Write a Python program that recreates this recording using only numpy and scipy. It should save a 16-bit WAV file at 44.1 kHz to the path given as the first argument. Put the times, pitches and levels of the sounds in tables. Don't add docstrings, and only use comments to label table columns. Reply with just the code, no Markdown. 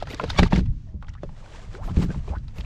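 import sys
import numpy as np
from scipy import signal
from scipy.fft import rfft, irfft
from scipy.io import wavfile
from scipy.ndimage import uniform_filter1d

SR = 44100
rng = np.random.default_rng(int(sys.argv[2]) if len(sys.argv) > 2 else 0)


def elevation(decibels):
    levels = np.asarray(decibels, float)
    return 10 ** (levels / 20)


def store_wav(level_fs):
    pcm = np.round(np.clip(np.atleast_2d(level_fs), -1, 1) * 32767)
    wavfile.write(sys.argv[1], SR, pcm.T.astype(np.int16))


N = 116865


def evened(x):
    return x / np.sqrt(np.mean(x ** 2) + 1e-20)


def colour(x, points):
    freq_hz, level_db = np.transpose(points)
    bins_hz = np.fft.rfftfreq(len(x), 1 / SR)
    gain_db = np.interp(np.log(bins_hz + 1), np.log(freq_hz + 1), level_db, left=-60, right=-90)
    return irfft(rfft(x) * elevation(gain_db), len(x))


def curve(points):
    time_s, level_db = np.transpose(points)
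    return elevation(np.interp(np.arange(N) / SR, time_s, level_db, left=-120, right=-120))


def add(mix, start_s, sound):
    part = mix[round(start_s * SR):][:len(sound)]
    part += sound[:len(part)]


def smooth_twice(x, width):
    return uniform_filter1d(uniform_filter1d(x, width), width)


def lumps(per_s):
    return evened(smooth_twice(rng.standard_normal(N), max(int(SR / per_s), 2)))


def ring(hz, db, t60_s, rise_s, phase_turns, snap=0):
    settle_s = 0.0009
    t = np.arange(SR // 4) / SR
    turns = hz * (t + snap * settle_s * (1 - np.exp(-t / settle_s))) + phase_turns
    return elevation(db - 60 * t / t60_s) * (1 - np.exp(-t / rise_s)) * np.sin(2 * np.pi * turns)


def impacts(per_s, spread_db):
    return elevation(spread_db * np.minimum(rng.exponential(1, N), 4)) * (rng.random(N) < per_s / SR)


def grit(per_s, spread_db, smooth):
    puff = signal.oaconvolve(impacts(per_s, spread_db), np.exp(-np.arange(200) / 90.0))[:N]
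    return (smooth + evened(puff)) * rng.standard_normal(N)


def chips(per_s, cycles):
    size = impacts(per_s, 2.4)
    pitches_hz = np.geomspace(450, 7000, num=24)
    kind = rng.integers(0, len(pitches_hz), N)
    out = np.zeros(N)
    for k, hz in enumerate(pitches_hz):
        mode = ring(hz, 0, cycles / hz, 0.00096, 0)[:SR // 10]
        out += signal.oaconvolve(size * (kind == k), mode)[:N] * np.sqrt(hz)
    return evened(out)


# time_s, level_db
GUST = [(0, -37), (.2, -35), (.3, -27), (.5, -25), (.7, -25.5), (.8, -37.5), (1.0, -37.5), (1.19, -36.5),
        (1.45, -43), (1.73, -38.5), (1.9, -27.5), (2.18, -28), (2.22, -32), (2.4, -33), (2.65, -35)]
# freq_hz, level_db
WIND = [(8.8, -34), (15, 2.5), (119, -7.5), (152, -11), (197, -18), (261, -26), (600, -79.5), (780, -105),
        (1320, -120)]
# freq_hz, level_db
AIR = [(180, -23), (300, -1), (498, -20.5), (6400, -29.5), (15000, -69)]


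def wind():
    gusty = rng.standard_normal(N) * elevation(1.38 * lumps(27))
    rumble = evened(colour(gusty, WIND)) * curve(GUST) * elevation(1.0)
    air_db = -65 + 2.2 * lumps(18)
    return rumble + elevation(air_db) * evened(colour(rng.standard_normal(N), AIR))


# time_s, level_db
SCRAPE = [(0, -42), (.03, -47), (.045, -57.5), (.11, -36), (.16, -48), (.19, -44.5), (.28, -46),
          (.34, -41.5), (.38, -42), (.47, -36.5), (.495, -60), (.515, -41.5), (.535, -35), (.6, -38.5),
          (.625, -59.5), (.75, -71)]
# freq_hz, level_db
BARK = [(250, -5.5), (460, -21.5), (4100, -23), (7000, -34.5), (9000, -45), (13300, -56.5), (15700, -78.5)]
# time_s, level_db
LIFT = [(1.0, -81.5), (1.3, -64.5), (1.55, -53.5), (1.72, -59.5), (1.75, -51.5), (1.8, -60), (1.86, -51),
        (1.93, -56), (2.03, -44.5), (2.08, -53.5), (2.12, -48), (2.165, -55.5), (2.19, -61), (2.3, -56),
        (2.41, -70), (2.53, -68), (2.57, -53), (2.65, -59)]
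# freq_hz, level_db
RUSTLE = [(150, -30), (250, -4), (1070, -6), (2190, -10), (7500, -19), (12000, -42), (15600, -65),
          (22000, -120)]
# start_s, length_s, level_db
FLAKES = [
    (.08, .08, -62),
    (1.815, .105, -67),
    (1.96, .07, -67),
    (2.015, .05, -62),
    (2.54, .085, -67),
]
# freq_hz, level_db
FIZZ = [(8000, -10), (13300, -5), (15500, -14)]


def rubbing():
    scrape = evened(colour(evened(grit(1000, 3.2, 1.0)) + 0.58 * chips(330, 38), BARK)) * curve(SCRAPE)
    rustle = evened(colour(evened(grit(1100, 3.4, 2.1)) + 0.29 * chips(400, 23), RUSTLE))
    rustle = rustle * elevation(2.0 * lumps(40) + 4) * curve(LIFT)
    flaking = np.zeros(N)
    for start_s, length_s, level_db in FLAKES:
        add(flaking, start_s, elevation(level_db) * np.hanning(int(length_s * SR)))
    return scrape + rustle + flaking * evened(colour(grit(1530, 2.5, 2.5), FIZZ))


# freq_hz, level_db
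CRACK = [(300, -19), (870, -1.5), (2470, -6), (3700, -6), (6500, -18.5), (9000, -28), (13000, -47),
         (15700, -63.5)]


def crack(db, hz, t60_s):
    lead_s, rise_s = 0.0081, 0.00067
    t = np.arange(SR // 8) / SR - 0.02
    swell = np.exp(np.minimum(t, 0) / lead_s - 1.5)
    decay = elevation(-60 * t / t60_s) * (1 - 1.2 * np.exp(-abs(t) / rise_s))
    z = rng.standard_normal((2, len(t)))
    drive = z[0] * elevation(3.5 * evened(uniform_filter1d(z[1], 60)))
    sing = sum(signal.lfilter(*signal.iirpeak(hz * k, 4.0 * k, SR), drive) for k in range(1, 9))
    return elevation(db) * np.where(t < 0, swell, decay) * evened(colour(evened(drive) + 0.3 * evened(sing), CRACK))


# start_s, level_db, ring_hz, crack_rel_db
KNOCKS = [(0.024, -24, 590, -18.5), (0.07, -30, 846, -13), (0.144, -33, 588, -7), (0.197, -11.5, 1016, -55),
          (0.213, -22, 460, -18.5), (0.238, -12.5, 469, -21), (0.301, -28.5, 1700, -2.5),
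          (0.363, -25, 978, -16.5), (0.385, -12.5, 584, -11), (0.391, -6.5, 804, -12.5),
          (0.43, -10, 396, -15), (0.523, -12, 862, -33), (0.528, -10, 800, -28), (0.559, -17, 2092, -21),
          (0.585, -26, 553, -18), (0.659, -43, 2450, -10.5)]
# start_s, level_db, ring_hz, crack_rel_db
TAPS = [(1.025, -36, 845, -18), (1.067, -60, 806, -6.5), (1.083, -33, 1430, -19.5), (1.137, -57, 533, 3.5),
        (1.151, -36, 1202, -26), (1.233, -20.5, 556, -26), (1.291, -35.5, 853, -21),
        (1.749, -30, 1476, -16.5), (1.968, -23.5, 480, -15.5), (2.027, -27, 1010, -32),
        (2.104, -26, 460, -31), (2.145, -28, 904, -30), (2.277, -32, 1003, -21), (2.356, -36, 1410, -22.5),
        (2.481, -64, 2350, 5.5), (2.583, -43, 643, -1.5), (2.604, -41.5, 1000, -0.5)]
# freq_ratio, level_db
PARTIALS = [(0.971, 1), (0.632, -5.5), (2.2, -11.5), (0.78, -13), (2, -13.5)]


def knocks(rows, crack_t60_s):
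    ring_s, ring_cycles, rise_s, snap = 0.011, 8.46, 0.0014, 0.83
    wood, chance = np.zeros(N), rng.random((len(rows), 2 * len(PARTIALS) + 1))
    for (start_s, level_db, ring_hz, crack_rel_db), c in zip(rows, chance):
        for k, (ratio, part_db) in enumerate(PARTIALS):
            hz = ring_hz * ratio * (1 + 0.12 * (c[k] - 0.5) * (k > 0))
            phase_turns = 0.4 * c[k + len(PARTIALS)]
            add(wood, start_s, ring(hz, level_db + part_db, ring_s + ring_cycles / hz, rise_s, phase_turns, snap))
        splinters = crack(level_db + crack_rel_db + 5, 550 + 350 * c[-1], crack_t60_s)
        add(wood, max(start_s - 0.02, 0), splinters)
    return wood


# start_s, level_db, ring_hz, t60_s
TICKS = [(.0248, -10, 700, .011), (0.0718, -33.5, 1340, 0.023), (0.1043, -33, 2914, 0.013),
         (0.1111, -34.5, 2480, 0.019), (0.1329, -33.5, 1940, 0.035), (0.138, -22.5, 301.4, .03),
         (0.1448, -29, 4600, 0.011), (0.1445, -33, 7140, 0.0089), (0.1984, -23, 1398, 0.04),
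         (0.232, -16.5, 436, .015), (0.2363, -27, 2550, 0.013), (0.295, -37, 5040, 0.089),
         (0.301, -22.5, 3616, 0.021), (.302, -25, 4286, 0.021), (0.3607, -29.5, 2190, 0.017),
         (.39, -9, 2270, .02), (0.4301, -19, 1918, .03), (.457, -31, 901, 0.055), (0.53, -23, 2690, 0.021),
         (0.5598, -28.5, 4060, 0.013), (0.887, -54.5, 1805, 0.023), (1.025, -31.5, 1400, 0.012),
         (1.0448, -46.5, 2200, 0.011), (1.0683, -49, 3250, 0.015), (1.09, -50, 5575, 0.031),
         (1.1378, -47.5, 6020, 0.008), (1.14, -45, 1940, 0.018), (1.2474, -32, 400, 0.03),
         (1.291, -40, 700, 0.013), (1.4604, -43, 1500, 0.024), (1.5389, -38, 1610, 0.014),
         (1.7393, -39.5, 3130, 0.0085), (1.8755, -36, 1770, 0.01), (1.892, -40, 3060, 0.016),
         (1.9673, -36, 2380, 0.016), (2.042, -40, 4010, 0.014), (2.0905, -42, 1420, .02),
         (2.103, -33, 1560, 0.036), (2.1918, -49.5, 2970, 0.024), (2.2897, -44.5, 2470, 0.033),
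         (2.3828, -47.5, 3970, 0.014), (2.4812, -43.5, 3900, 0.023), (.4297, -6, 310, .018),
         (2.5654, -44.5, 2240, 0.015), (2.584, -33, 2600, 0.011), (2.6084, -33, 3190, 0.015),
         (2.647, -38, 2500, .01)]


def ticks():
    rise_s, click_s, click_db, rough_per_hz = 0.0013, 0.0012, -13, 1 / 3600
    out, z = np.zeros(N), rng.standard_normal((len(TICKS), 2, SR // 4))
    t = np.arange(SR // 4) / SR
    click_shape = t / click_s * np.exp(2 - 2 * t / click_s)
    for (start_s, level_db, ring_hz, t60_s), (flutter, hiss) in zip(TICKS, z):
        roughness = rough_per_hz * ring_hz
        rough = 1 + roughness * evened(smooth_twice(flutter, 14))
        click = elevation(level_db + click_db) * roughness * click_shape * evened(colour(hiss, CRACK))
        add(out, start_s, rough * ring(ring_hz, level_db + 2, t60_s, rise_s, 0) + click)
    return out


# start_s, hollow_db, push_rel_db
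THUDS = [(0.236, -29, -17), (0.39, -11.5, 1.5), (0.424, -11, -4.5), (0.531, -10.5, -31), (0.556, -22, 6),
         (0.577, -12.5, -5), (0.609, -21.5, 2), (0.943, -34.5, 10.5), (1.233, -34, -8), (1.858, -33.5, -5),
         (1.906, -27.5, -6), (1.971, -15.5, 4.5), (1.99, -15, -9), (2.024, -18.5, -13), (2.043, -17.5, -9),
         (2.094, -22, -31), (2.16, -29, -4), (2.302, -32, 12.5), (2.368, -33.5, 11.5), (2.588, -34.5, 11.5)]
# freq_hz, level_db, t60_s
HOLLOW = [(178.5, 3, 0.1), (236.8, -3.5, 0.074), (300.8, -3, 0.046), (400, -16.5, 0.089),
          (143.3, -11.5, 0.13)]


def thuds():
    push_hz, push_t60_s = 55.7, 0.12
    out, chance = np.zeros(N), rng.random((len(THUDS), len(HOLLOW) + 1))
    for (start_s, hollow_db, push_rel_db), c in zip(THUDS, chance):
        for k, (hz, part_db, t60_s) in enumerate(HOLLOW):
            add(out, start_s, ring(hz * (0.9476 + 0.13 * c[k]), hollow_db + part_db + 2, t60_s, 0.0023, 0))
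        push = ring(push_hz * (0.91 + 0.39 * c[-1]), hollow_db + push_rel_db + 6, push_t60_s, 0.0035, 0)
        add(out, start_s, push)
    return out


# freq_hz, level_db
SCREECH = [(800, -5), (2200, -1), (3400, 0.5), (5600, -6.5), (7800, -20.5), (12000, -47.5)]


def screech():
    start_s, length_s, slip_hz, level_db, swell_db = 0.371, 0.022, 1120, -17, 12
    out, u = np.zeros(N), np.arange(0, length_s, 1 / SR) / length_s
    wobble = evened(uniform_filter1d(rng.standard_normal(len(u)), size=60))
    phase = 2 * np.pi * np.cumsum(slip_hz * (1 + 0.02 * wobble)) / SR
    slips = sum(np.cos(k * phase + k * k) for k in range(1, 10))
    fade = np.minimum(u / 0.23, 1) * np.minimum((1 - u) / 0.1, 1)
    shape = elevation(level_db - swell_db * (1.5 - u)) * fade
    add(out, start_s, shape * evened(colour(slips, SCREECH)))
    return out


# start_s, length_s, first_hz, last_hz, level_db
SQUEAKS = [(0.865, 0.14, 660, 567, -64), (1.03, 0.023, 1120, 1261, -51.5), (1.02, 0.11, 753, 956, -63.5),
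           (1.086, 0.019, 1870, 3390, -56), (1.153, 0.043, 1153, 2450, -57.5),
           (1.737, .12, 347, 1702, -44.5), (1.781, 0.021, 1100, 1180, -52.5), (1.877, .025, 630, 1305, -37),
           (2.276, 0.059, 400, 777, -44.5), (2.321, 0.056, 727, 1933, -42), (2.325, 0.026, 500, 820, -44)]


def squeaks():
    out = np.zeros(N)
    for start_s, length_s, first_hz, last_hz, level_db in SQUEAKS:
        u = np.arange(0, length_s, 1 / SR) / length_s
        z = uniform_filter1d(rng.standard_normal((3, len(u))), size=20, axis=1)
        pitch_wobble, level_wobble = evened(uniform_filter1d(z[:2], 150, axis=1))
        rasp = evened(uniform_filter1d(z[2], 50))
        pitch_hz = first_hz * (last_hz / first_hz) ** (u ** 1.6) * (1 + 0.042 * pitch_wobble)
        phase = 2 * np.pi * np.cumsum(pitch_hz) / SR
        tone = (np.sin(phase) + 0.045 * np.sin(2 * phase)) * (1 + 0.7 * rasp)
        fade = np.minimum(u / 0.036, 1) * np.minimum((1 - u) / 0.18, 1)
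        add(out, start_s, elevation(level_db + 3.5 + 2.05 * level_wobble - 6 * u) * fade * tone)
    return out


def scattered(wood):
    t = np.arange(SR // 5) / SR
    scatter = rng.standard_normal(len(t)) * elevation(-60 * t / 0.087) * (t > 0.004)
    return wood + elevation(-13.0) * signal.oaconvolve(wood, scatter / np.linalg.norm(scatter))[:N]


def scene():
    wood = knocks(KNOCKS, crack_t60_s=0.04) + knocks(TAPS, crack_t60_s=0.032) + squeaks()
    return (wind() + rubbing() + scattered(wood) + ticks() + thuds() + screech())[None]


def low_pass(x):
    return signal.sosfilt(signal.butter(12, 15720, fs=SR, output="sos"), x)


def record(dry):
    return low_pass(dry)


dry = scene()
out = record(dry)
store_wav(out)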